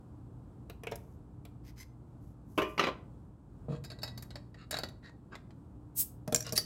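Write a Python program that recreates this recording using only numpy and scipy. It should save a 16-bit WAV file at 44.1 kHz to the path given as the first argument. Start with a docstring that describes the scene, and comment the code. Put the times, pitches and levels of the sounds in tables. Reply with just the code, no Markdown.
"""A low outdoor rumble and hum, then sharp clicks: a steel opener pries at a paint can's lid.
The sticky lid rasps free and clatters onto a hollow plastic table. A glass bottle is dragged closer;
the opener clinks and bites on its crown cap, gas hisses out and the cap pops off. Each impact excites
damped modes, each rub is stick-slip friction, and the yard's fence answers with a faint echo."""
import sys
import numpy as np
from scipy import signal
from scipy.fft import rfft, irfft, next_fast_len
from scipy.io import wavfile
from scipy.ndimage import uniform_filter1d, map_coordinates

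SR = 44100
rng = np.random.default_rng(int(sys.argv[2]) if len(sys.argv) > 2 else 0)


def int16_out(signal):
    """Quantize to a 16-bit WAV file."""
    q = np.round(np.clip(np.atleast_2d(signal).T, -1, 1) * 32767)
    wavfile.write(sys.argv[1], SR, q.astype(np.int16))


N = 293265
T = np.arange(N) / SR
AGE = T[:SR // 2]  # time since a blow [s]

# Levels in the tables are relative; each source adds its own gain.
RUMBLE_LEVELS = [(0, -52.5), (3.3, -54), (3.9, -51.5), (4.6, -53.5), (5.2, -54), (6.65, -53.5)]  # slow course of the rumble: (time [s], level [dB])
HUM_PARTIALS = [(59, -63.5), (120, -58), (297, -66.5)]  # a distant machine: (frequency [Hz], level [dB])
ECHO_DECAY = [(150, 0.6), (1000, 0.36), (5000, 0.26), (15000, 0.21)]  # reverberation of the yard: (frequency [Hz], t60 [s])

# Continuous spectra: (frequency [Hz], spectral level [dB])
RUMBLE_SPECTRUM = [(20, -45), (48, -4), (120, -3.5), (300, -13.5), (400, -20), (600, -26.5), (900, -27.5),
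                   (1300, -34.5), (2000, -50), (6200, -57), (8000, -52.5), (10000, -58), (16000, -64)]  # outdoor air
JET_SPECTRUM = [(900, -39), (4080, -18), (6230, -10), (7330, -8), (8260, -0.5), (9610, -7.5), (11700, 0),
                (16000, -1)]  # escaping gas
RASP_SPECTRUM = [(700, -10), (2000, -1), (3600, -6.5), (5400, -6.5), (9500, -12), (13000, -6), (16000, -15)]  # sticky rim
SQUEAK_SPECTRUM = [(1000, -10), (2000, -5), (3500, -17), (5500, 1.5), (9000, -18), (11200, -8)]  # envelope of the squeak's harmonics
TICK_SPECTRUM = [(2000, -28), (6000, -3), (9500, -8.5), (11500, 0.5), (13500, -6), (16000, -10.5)]  # instant of contact
TIN_SPECTRUM = [(500, -22), (1200, 3.5), (1700, 1), (2900, 2.5), (3800, -6), (6000, -14), (9000, -32),
                (16000, -35)]  # dense modes of can and lid
STEEL_SPECTRUM = [(600, -18), (1500, 6.5), (2400, 2.5), (3100, -4), (4400, 0.5), (5800, -9.5), (7500, -5),
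                  (9500, -23.5), (16000, -31.5)]  # dense modes of the opener
CRIMP_SPECTRUM = [(600, -28), (1400, -0.5), (2600, -3.5), (3600, -3), (5700, 4.5), (7500, -2), (10000, -1),
                  (16000, -9)]  # dense modes of the cap
THUD_SPECTRUM = [(60, -16), (150, -6), (350, 1), (700, -2.5), (1200, -7.5), (2200, -30.5), (5000, -49.5)]  # dense modes of a knocked body

# Distinct modes of each object: (frequency [Hz], level [dB], t60 before contact damping [s])
TABLE_MODES = [(133, -2, .14), (176, -7, .12), (220, -1, .09), (462, 0, .1), (620, -2, .11)]
CAN_MODES = [(1270, -4, 0.06), (2344, 3, 0.045), (2720, -2, 0.06), (3950, -7, .04)]
CAN_AIR_MODES = [(443, 6.5, 0.052), (698, 0.5, 0.096), (940, -8, 0.05)]
LID_MODES = [(1290, -3, .14), (1400, 1, .14), (1502, -1, .6), (1922, 0, .35), (1974, -1, .35),
             (2035, -3, .4), (2360, 1, .3), (2476, 0, .28), (2745, 0, .32), (2930, 2, .28), (3311, -1, .34),
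             (4920, -12, .3)]
LID_SHEET_MODES = [(308, -1, .2), (420, -5, .3), (500, -1, .12), (617, -3, .22), (1011, -1, .28),
                   (1062, -2, .2), (1177, -4, .38)]
BOTTLE_MODES = [(459, -3, .06), (615, 2, .07), (700, 0, .05), (1250, -5, .03)]
OPENER_MODES = [(1588, -2, .25), (1954, -6, .5), (2573, -9, .16), (3860, 4, .2), (4334, -2, .16),
                (4510, 6, .075), (4969, 3, .1), (5163, 2, .09), (7000, -6, .1), (7380, -7, .11),
                (8600, -8, .09), (11160, -6, .1)]
OPENER_LOOP_MODES = [(4603, 6, .1), (4915, -4, .09), (5582, -9, .1), (5927, -17, .3), (11160, 0, .13),
                     (12410, -9, .09)]
CAP_MODES = [(1590, 4, .05), (2460, 1, 0.1), (5070, 0, .04), (5880, 17, 0.01), (7420, 14, 0.02)]
# Resonances of the rubbed lid: (frequency [Hz], bandwidth [Hz], level [dB])
RIM_RESONANCES = [(2050, 350, -2), (5000, 700, 1), (6100, 500, -6)]

# Rubs on tacky paint: (start [s], duration [s], level [dB])
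FINGER_RUBS = [(.93, 0.28, -79.5), (2.19, .16, -77.5), (2.44, 0.44, -69.5)]
RIM_RUBS = [(1.635, 0.085, -62.5), (1.757, 0.094, -59)]
# Sliding steel and glass: (start [s], end [s], level [dB], tilt [dB/octave], favoured frequency [Hz])
SLIDES = [(3.677, 3.793, -61.5, -1.5, 2970), (4.014, 4.032, -53, 0, 4330), (4.556, 4.66, -60, -6.5, 4400),
          (4.718, 4.82, -49.5, -4, 1380), (5.021, 5.098, -57, -6.5, 4600),
          (5.309, 5.369, -49.5, -7.5, 2960), (6.439, 6.513, -48, -1.5, 5100),
          (6.554, 6.575, -34.5, 10, 9700)]
# The opener levers the can's rim: (time [s], ring [dB], knock [dB], tick [dB], ring frequency [Hz])
LID_PRIES = [(0.6977, -36.5, -47.5, -52, 4060), (0.8346, -34.5, -44.5, -52, 2440),
             (0.8691, -26.5, -38, -52, 2540), (0.9138, -38, -48, -54, 5200),
             (0.9194, -33.5, -34, -58, 7400), (0.9564, -45.5, -47.5, -45, 8020),
             (1.4516, -42, -56, -55, 4200)]
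# The lid lands edge first, then flat: (time [s], ring [dB], knock [dB], ring frequency [Hz])
LID_LANDINGS = [(2.577, -24, -22.5, 2750), (2.5828, -24.5, -24, 1400), (2.6183, -25.5, -26.5, 2400),
                (2.7779, -24, -30, 2150), (2.7939, -14, -25, 2950), (2.812, -29, -31.5, 1940),
                (2.8264, -26, -32, 2300), (2.8376, -21.5, -26, 2400), (2.8699, -24.5, -28, 1920),
                (2.8855, -33.5, -30, 2880)]
# The opener meets the capped bottle:
# (time [s], ring [dB], tick relative to ring [dB], ring frequency [Hz], slack [0-1])
OPENER_CLINKS = [(3.839, -46.5, -13, 6900, 0.9), (3.847, -45, -9, 5100, 1), (3.9014, -40, -29, 4000, 0.63),
                 (3.9164, -40.5, -23, 4380, 0.7), (3.9874, -46.5, -26, 4260, .4),
                 (4.0317, -29, -14, 4970, .9), (4.0766, -39.5, -21, 3940, 1), (4.1758, -41, -10, 4550, 0.7),
                 (4.2238, -46, -1.5, 8100, 0.45), (4.3051, -44, -22, 4000, 0.26),
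                 (4.356, -35, -29, 4630, 0.19), (4.5437, -48, -33, 1980, 0.15),
                 (4.7092, -31.5, -6, 7140, 0.87), (4.728, -30.5, -30, 4140, 0.2),
                 (4.7413, -27.5, -30, 3870, .15), (4.7678, -29.5, -25.5, 4450, 0.28),
                 (4.7863, -29, -17, 4500, 0.44), (4.8344, -25.5, -26, 4360, 0.1),
                 (4.887, -44.5, -16, 3760, 0.15), (5.094, -49, -40, 1510, 0.05),
                 (5.3531, -38, -31, 2040, 0.05), (5.506, -53.5, -41, 2790, 0.14)]
# Cap impacts: (time [s], ring [dB], knock [dB], tick [dB], ring frequency [Hz], knock frequency [Hz])
CAP_SNAPS = [(6.2769, -32.5, -33.5, -48, 1250, 610), (6.324, -25, -28.5, -35, 3350, 450),
             (6.3456, -7, -37, -28, 7250, 660), (6.359, -14.5, -48, -29, 5880, 220),
             (6.4055, -23.5, -62, -40, 5780, 450), (6.425, -30, -66, -48, 5540, 450),
             (6.466, -27, -46, -53, 5300, 680), (6.492, -30.5, -51, -57, 5200, 450),
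             (6.523, -23, -38, -32, 5630, 220), (6.530, -26, -38.5, -35, 4730, 500)]  # it bends, snaps free and rattles in the loop
CAP_CHINKS = [(6.5764, -13, -39.5, -16, 4760, 1390), (6.5863, -32, -47, -56, 4600, 440)]  # once loose, it strikes the opener


def amp(db):
    """Decibels to amplitude ratio."""
    return 10 ** (np.asarray(db) / 20)


def unit(x):
    """Scale to rms 1."""
    return x / np.sqrt(np.mean(x ** 2) + 1e-20)


def crest(x, size=220):
    """Scale so that the loudest run of size samples has rms 1."""
    return x / np.sqrt(uniform_filter1d(x ** 2, size).max() + 1e-20)


def along(points, hz):
    """Interpolate (frequency [Hz], value) points on a logarithmic frequency axis."""
    knots, values = np.transpose(points)
    return np.interp(np.log(hz + 1), np.log(knots + 1), values)


def noise(spectrum, count, tilt_db=0, ripple_db=0):
    """Spectrally shaped noise of rms 1, tilted per octave; ripple forms chance resonances."""
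    hz = np.fft.rfftfreq(count, 1 / SR)
    ripple = map_coordinates(rng.standard_normal(128), [hz / 220], order=3, mode="wrap")
    db = along(spectrum, hz) + tilt_db * np.log2(hz + 1) + ripple_db * ripple
    return unit(irfft(rfft(rng.standard_normal(count)) * amp(db), count))


def wobble(rate, count=N):
    """Smooth random modulation with rate knots a second."""
    return map_coordinates(rng.standard_normal(4096), [np.arange(count) * rate / SR], order=3, mode="wrap")


def swell(start, length, power):
    """A half-sine envelope, narrowed by a higher power."""
    return np.abs(np.sin(np.pi * np.clip((T - start) / length, 0, 1))) ** power


def fade(t60):
    """Exponential free decay, 60 dB in t60 seconds."""
    return np.exp(-np.log(1000) * AGE / t60)


def add(track, time, sound):
    """Superpose a sound on the track at a time in seconds."""
    part = track[round(time * SR):][:len(sound)]
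    part += sound[:len(part)]


def favour(x, hz, lift_db, q):
    """The point of excitation decides which band of modes responds most."""
    b, a = signal.iirpeak(hz, q, SR)
    return crest(x + amp(lift_db) * signal.lfilter(b, a, x))


def burst(spectrum, t60):
    """Modal overlap: many short-lived modes merge into decaying noise."""
    return crest(noise(spectrum, len(AGE), ripple_db=3.5) * fade(t60))


def ring(modes, spectrum, dense_db, dense_t60, free=1):
    """Impulse response: damped sinusoids, their t60 scaled by free, over a burst of dense modes."""
    hz, db, t60 = np.transpose(modes)[:, :, None]
    hz = hz * (1 + 0.0033 * rng.standard_normal(hz.shape))  # each contact detunes the modes a little
    strength = amp(db + 2 * rng.standard_normal(hz.shape))
    phase = 2 * np.pi * rng.random(hz.shape)
    distinct = np.sum(strength * fade(t60 * free) * np.sin(2 * np.pi * hz * AGE + phase), axis=0)
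    return crest(crest(distinct) + amp(dense_db) * burst(spectrum, dense_t60))


def impacts(rows, metal, body, spectrum, *, free, ring_db, ring_lift_db, dense_db, dense_t60,
            knock_db, knock_lift_db, thud_db, thud_t60, tick_db, tick_t60):
    """Each impact ticks, rings the metal and knocks the body behind it; less slack means more damping."""
    track = np.zeros(N)
    for time, ring_level, knock_level, tick_level, ring_hz, knock_hz, slack in rows:
        clang = ring(metal, spectrum, dense_db, dense_t60 * slack ** 0.23, free * slack)
        clang = amp(ring_level + ring_db) * favour(clang, ring_hz, ring_lift_db, q=9.3)
        thud = ring(body, THUD_SPECTRUM, thud_db, thud_t60 * slack ** 0.2, np.sqrt(slack))
        thud *= 1 - fade(0.0043)
        knock = amp(knock_level + knock_db) * favour(thud, knock_hz, knock_lift_db, q=6.9)
        tick = amp(tick_level + tick_db) * burst(TICK_SPECTRUM, tick_t60)
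        add(track, time, (clang + tick) * (1 - fade(0.0045)) + knock)
    return track


def outdoors():
    """Low-frequency noise drifts in level; a distant machine's hum wavers in amplitude and phase."""
    rumble_db = np.interp(T, *np.transpose(RUMBLE_LEVELS)) + 1.5 + 1.1 * wobble(4.99)
    rumble = amp(rumble_db) * noise(RUMBLE_SPECTRUM, N)
    hum = sum(amp(db + 3 * wobble(3.123)) * unit(np.sin(2 * np.pi * hz * T + 0.6 * wobble(5.7)))
              for hz, db in HUM_PARTIALS)
    return rumble + hum


def fence_echo(x):
    """Diffuse reflection from the boards: a reverberant tail whose high frequencies decay first."""
    hz, time, bands = signal.stft(rng.standard_normal(SR // 2), SR, nperseg=256)
    decay = amp(-60 * time / along(ECHO_DECAY, hz)[:, None])
    tail = signal.istft(bands * decay, SR, nperseg=256)[1][:len(AGE)] * (1 - fade(0.041))
    return signal.fftconvolve(x, tail / np.linalg.norm(tail))[:N]


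def paint_crackle(rubs, spectrum):
    """Adhesion: tacky paint lets go in fine grains under each rub."""
    pressure = sum(amp(db) * swell(start, length, power=1.1) for start, length, db in rubs)
    grains = unit(amp(2.5 * wobble(400) + 1.5 * wobble(30)))
    return pressure * grains * noise(spectrum, N)


def scrapes():
    """Sliding friction: tiny slips drive the held steel's modes, harder as the pressure grows."""
    track = np.zeros(N)
    highpass = signal.butter(2, 900, "high", fs=SR, output="sos")
    for start, end, db, tilt_db, hz in SLIDES:
        count = round((end - start) * SR)
        pressure = np.sin(np.pi * np.linspace(0, 1, count) ** 1.12).clip(0)
        slips = pressure * amp(4.4 * wobble(900, count)) * noise([(1, 0)], count, tilt_db)
        steel = ring(OPENER_MODES, STEEL_SPECTRUM, dense_db=3.5, dense_t60=0.026, free=0.15)
        scrape = signal.sosfilt(highpass, signal.fftconvolve(slips, steel))
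        add(track, start, amp(db + 3.5) * favour(scrape, hz, lift_db=4.5, q=7.4))
    return track


def lid_rasp():
    """Forced vibration: the sticky rim rubs past the opener and drives the lid's resonances."""
    rasp = paint_crackle(RIM_RUBS, RASP_SPECTRUM)
    resonance = sum(amp(db) * signal.lfilter(*signal.iirpeak(hz, hz / width, SR), rasp)
                    for hz, width, db in RIM_RESONANCES)
    return amp(-2.5) * rasp + amp(2) * resonance


def lid_squeak():
    """Periodic stick-slip: the rim's slips briefly turn regular and give a rising harmonic tone."""
    start, length = 1.785, 0.047  # [s]
    slip_hz, rise_hz_per_s, jitter = 1002, 870, 0.0117
    rate = (slip_hz + rise_hz_per_s * np.clip(T - start, 0, length)) * (1 + jitter * wobble(350))
    phase = 2 * np.pi * np.cumsum(rate) / SR
    tone = unit(sum(amp(along(SQUEAK_SPECTRUM, k * slip_hz)) * np.sin(k * phase) for k in range(1, 13)))
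    return amp(-57 + 3.1 * wobble(340)) * swell(start, length, power=0.8) * tone


def bottle_drag():
    """Slow stick-slip: the glass drums the hollow table ever more weakly, favouring a rising band."""
    start, period = 3.683, 0.0205  # [s]
    track = np.zeros(N)
    for slip in range(5):
        drum = ring(TABLE_MODES, THUD_SPECTRUM, dense_db=-8.5, dense_t60=0.093) * (1 - fade(0.0055))
        drum = favour(drum, hz=135 + 6 * slip, lift_db=11.5 - 3.8 * slip, q=2.2)
        add(track, start + slip * period, amp(-32 - slip ** 2) * drum)
    return track


def lid_pry():
    """Impulsive release: the lid yields in jerks, exciting the hand-damped can and the air inside."""
    knock_hz, slack = 450, 1
    rows = [(*row, knock_hz, slack) for row in LID_PRIES]
    return impacts(rows, CAN_MODES, CAN_AIR_MODES, TIN_SPECTRUM, free=0.67,
                   ring_db=-12, ring_lift_db=9, dense_db=5, dense_t60=0.07,
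                   knock_db=0.5, knock_lift_db=-16, thud_db=-5, thud_t60=0.085, tick_db=3, tick_t60=0.023)


def lid_chatter():
    """A Poisson train of impacts: the wobbling rim taps the table between landings."""
    taps_per_s = 230
    hits = rng.random(N) < taps_per_s / SR
    taps = hits * np.sqrt(rng.exponential(size=N)) * swell(start=2.775, length=0.14, power=0.82)
    lid = ring(LID_MODES, TIN_SPECTRUM, dense_db=13, dense_t60=0.046, free=0.54)
    return amp(-40) * crest(signal.fftconvolve(taps, lid)[:N], size=2000)


def lid_drop():
    """Plate vibration under contact damping: the lid's landings grow duller and shorter as it settles."""
    first_s, settle_s = LID_LANDINGS[0][0], 2.63
    settle_per_s, tick_loss_db_per_s, knock_hz = 7, 73.5, 380
    rows = []
    for time, db, knock_level, hz in LID_LANDINGS:
        tick_level = db - 17.5 - tick_loss_db_per_s * (time - first_s)
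        slack = np.exp(-settle_per_s * max(time - settle_s, 0))
        rows.append((time, db, knock_level, tick_level, hz, knock_hz, slack))
    return impacts(rows, LID_MODES, LID_SHEET_MODES, TIN_SPECTRUM, free=1,
                   ring_db=-8.5, ring_lift_db=2, dense_db=12.5, dense_t60=0.11,
                   knock_db=-3.5, knock_lift_db=-9, thud_db=1, thud_t60=0.15, tick_db=-4.5, tick_t60=0.073)


def opener_clinks():
    """Contact damping: light taps let the steel ring; tight bites crunch and push the bottle more."""
    rows = []
    for time, db, relative_tick_db, hz, slack in OPENER_CLINKS:
        knock_hz = 660 * 2 ** (0.3 * rng.standard_normal())  # shifts with the grip
        knock_level = db - 7 - 4.5 * slack
        rows.append((time, db, knock_level, db + relative_tick_db, hz, knock_hz, slack))
    return impacts(rows, OPENER_MODES, BOTTLE_MODES, STEEL_SPECTRUM, free=0.87,
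                   ring_db=-5, ring_lift_db=7, dense_db=-1.5, dense_t60=0.094,
                   knock_db=-2, knock_lift_db=-2.5, thud_db=-2.5, thud_t60=0.11, tick_db=2, tick_t60=0.042)


def gas_hiss():
    """Jet noise: its amplitude follows the fourth power of the gap as the seal lifts and closes."""
    return amp(-26) * swell(start=5.937, length=0.13, power=4) * noise(JET_SPECTRUM, N)


def cap_pop():
    """Sudden release: the crimp snaps, thumping the bottle on the table; the cap then rings the opener."""
    slack = 1
    snap = impacts([(*row, slack) for row in CAP_SNAPS], CAP_MODES, TABLE_MODES, CRIMP_SPECTRUM,
                   free=0.62, ring_db=-9, ring_lift_db=11, dense_db=4, dense_t60=0.024,
                   knock_db=0, knock_lift_db=-5, thud_db=-6, thud_t60=0.084, tick_db=-5, tick_t60=0.042)
    chink = impacts([(*row, slack) for row in CAP_CHINKS], OPENER_LOOP_MODES, BOTTLE_MODES, CRIMP_SPECTRUM,
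                    free=0.69, ring_db=-7.5, ring_lift_db=2, dense_db=5, dense_t60=0.042,
                    knock_db=0, knock_lift_db=7, thud_db=4, thud_t60=0.052, tick_db=-7, tick_t60=0.023)
    return snap + chink


def scene():
    """Superposition of the direct sound, its echo and the outdoor background, in mono."""
    strikes = lid_pry() + lid_drop() + lid_chatter() + opener_clinks() + cap_pop()
    friction = scrapes() + paint_crackle(FINGER_RUBS, TICK_SPECTRUM) + lid_rasp() + lid_squeak()
    direct = strikes + friction + bottle_drag() + gas_hiss()
    return (direct + amp(-12.5) * fence_echo(direct) + outdoors())[None]


def record(dry):
    """Band limiting: a steep low-pass removes the highest treble."""
    cutoff_hz = 16000
    size = next_fast_len(N + SR // 2)
    hz = np.fft.rfftfreq(size, 1 / SR)
    return irfft(rfft(dry, size) / (1 + (hz / cutoff_hz) ** 150), size)[..., :N]


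dry = scene()
out = record(dry)
int16_out(out)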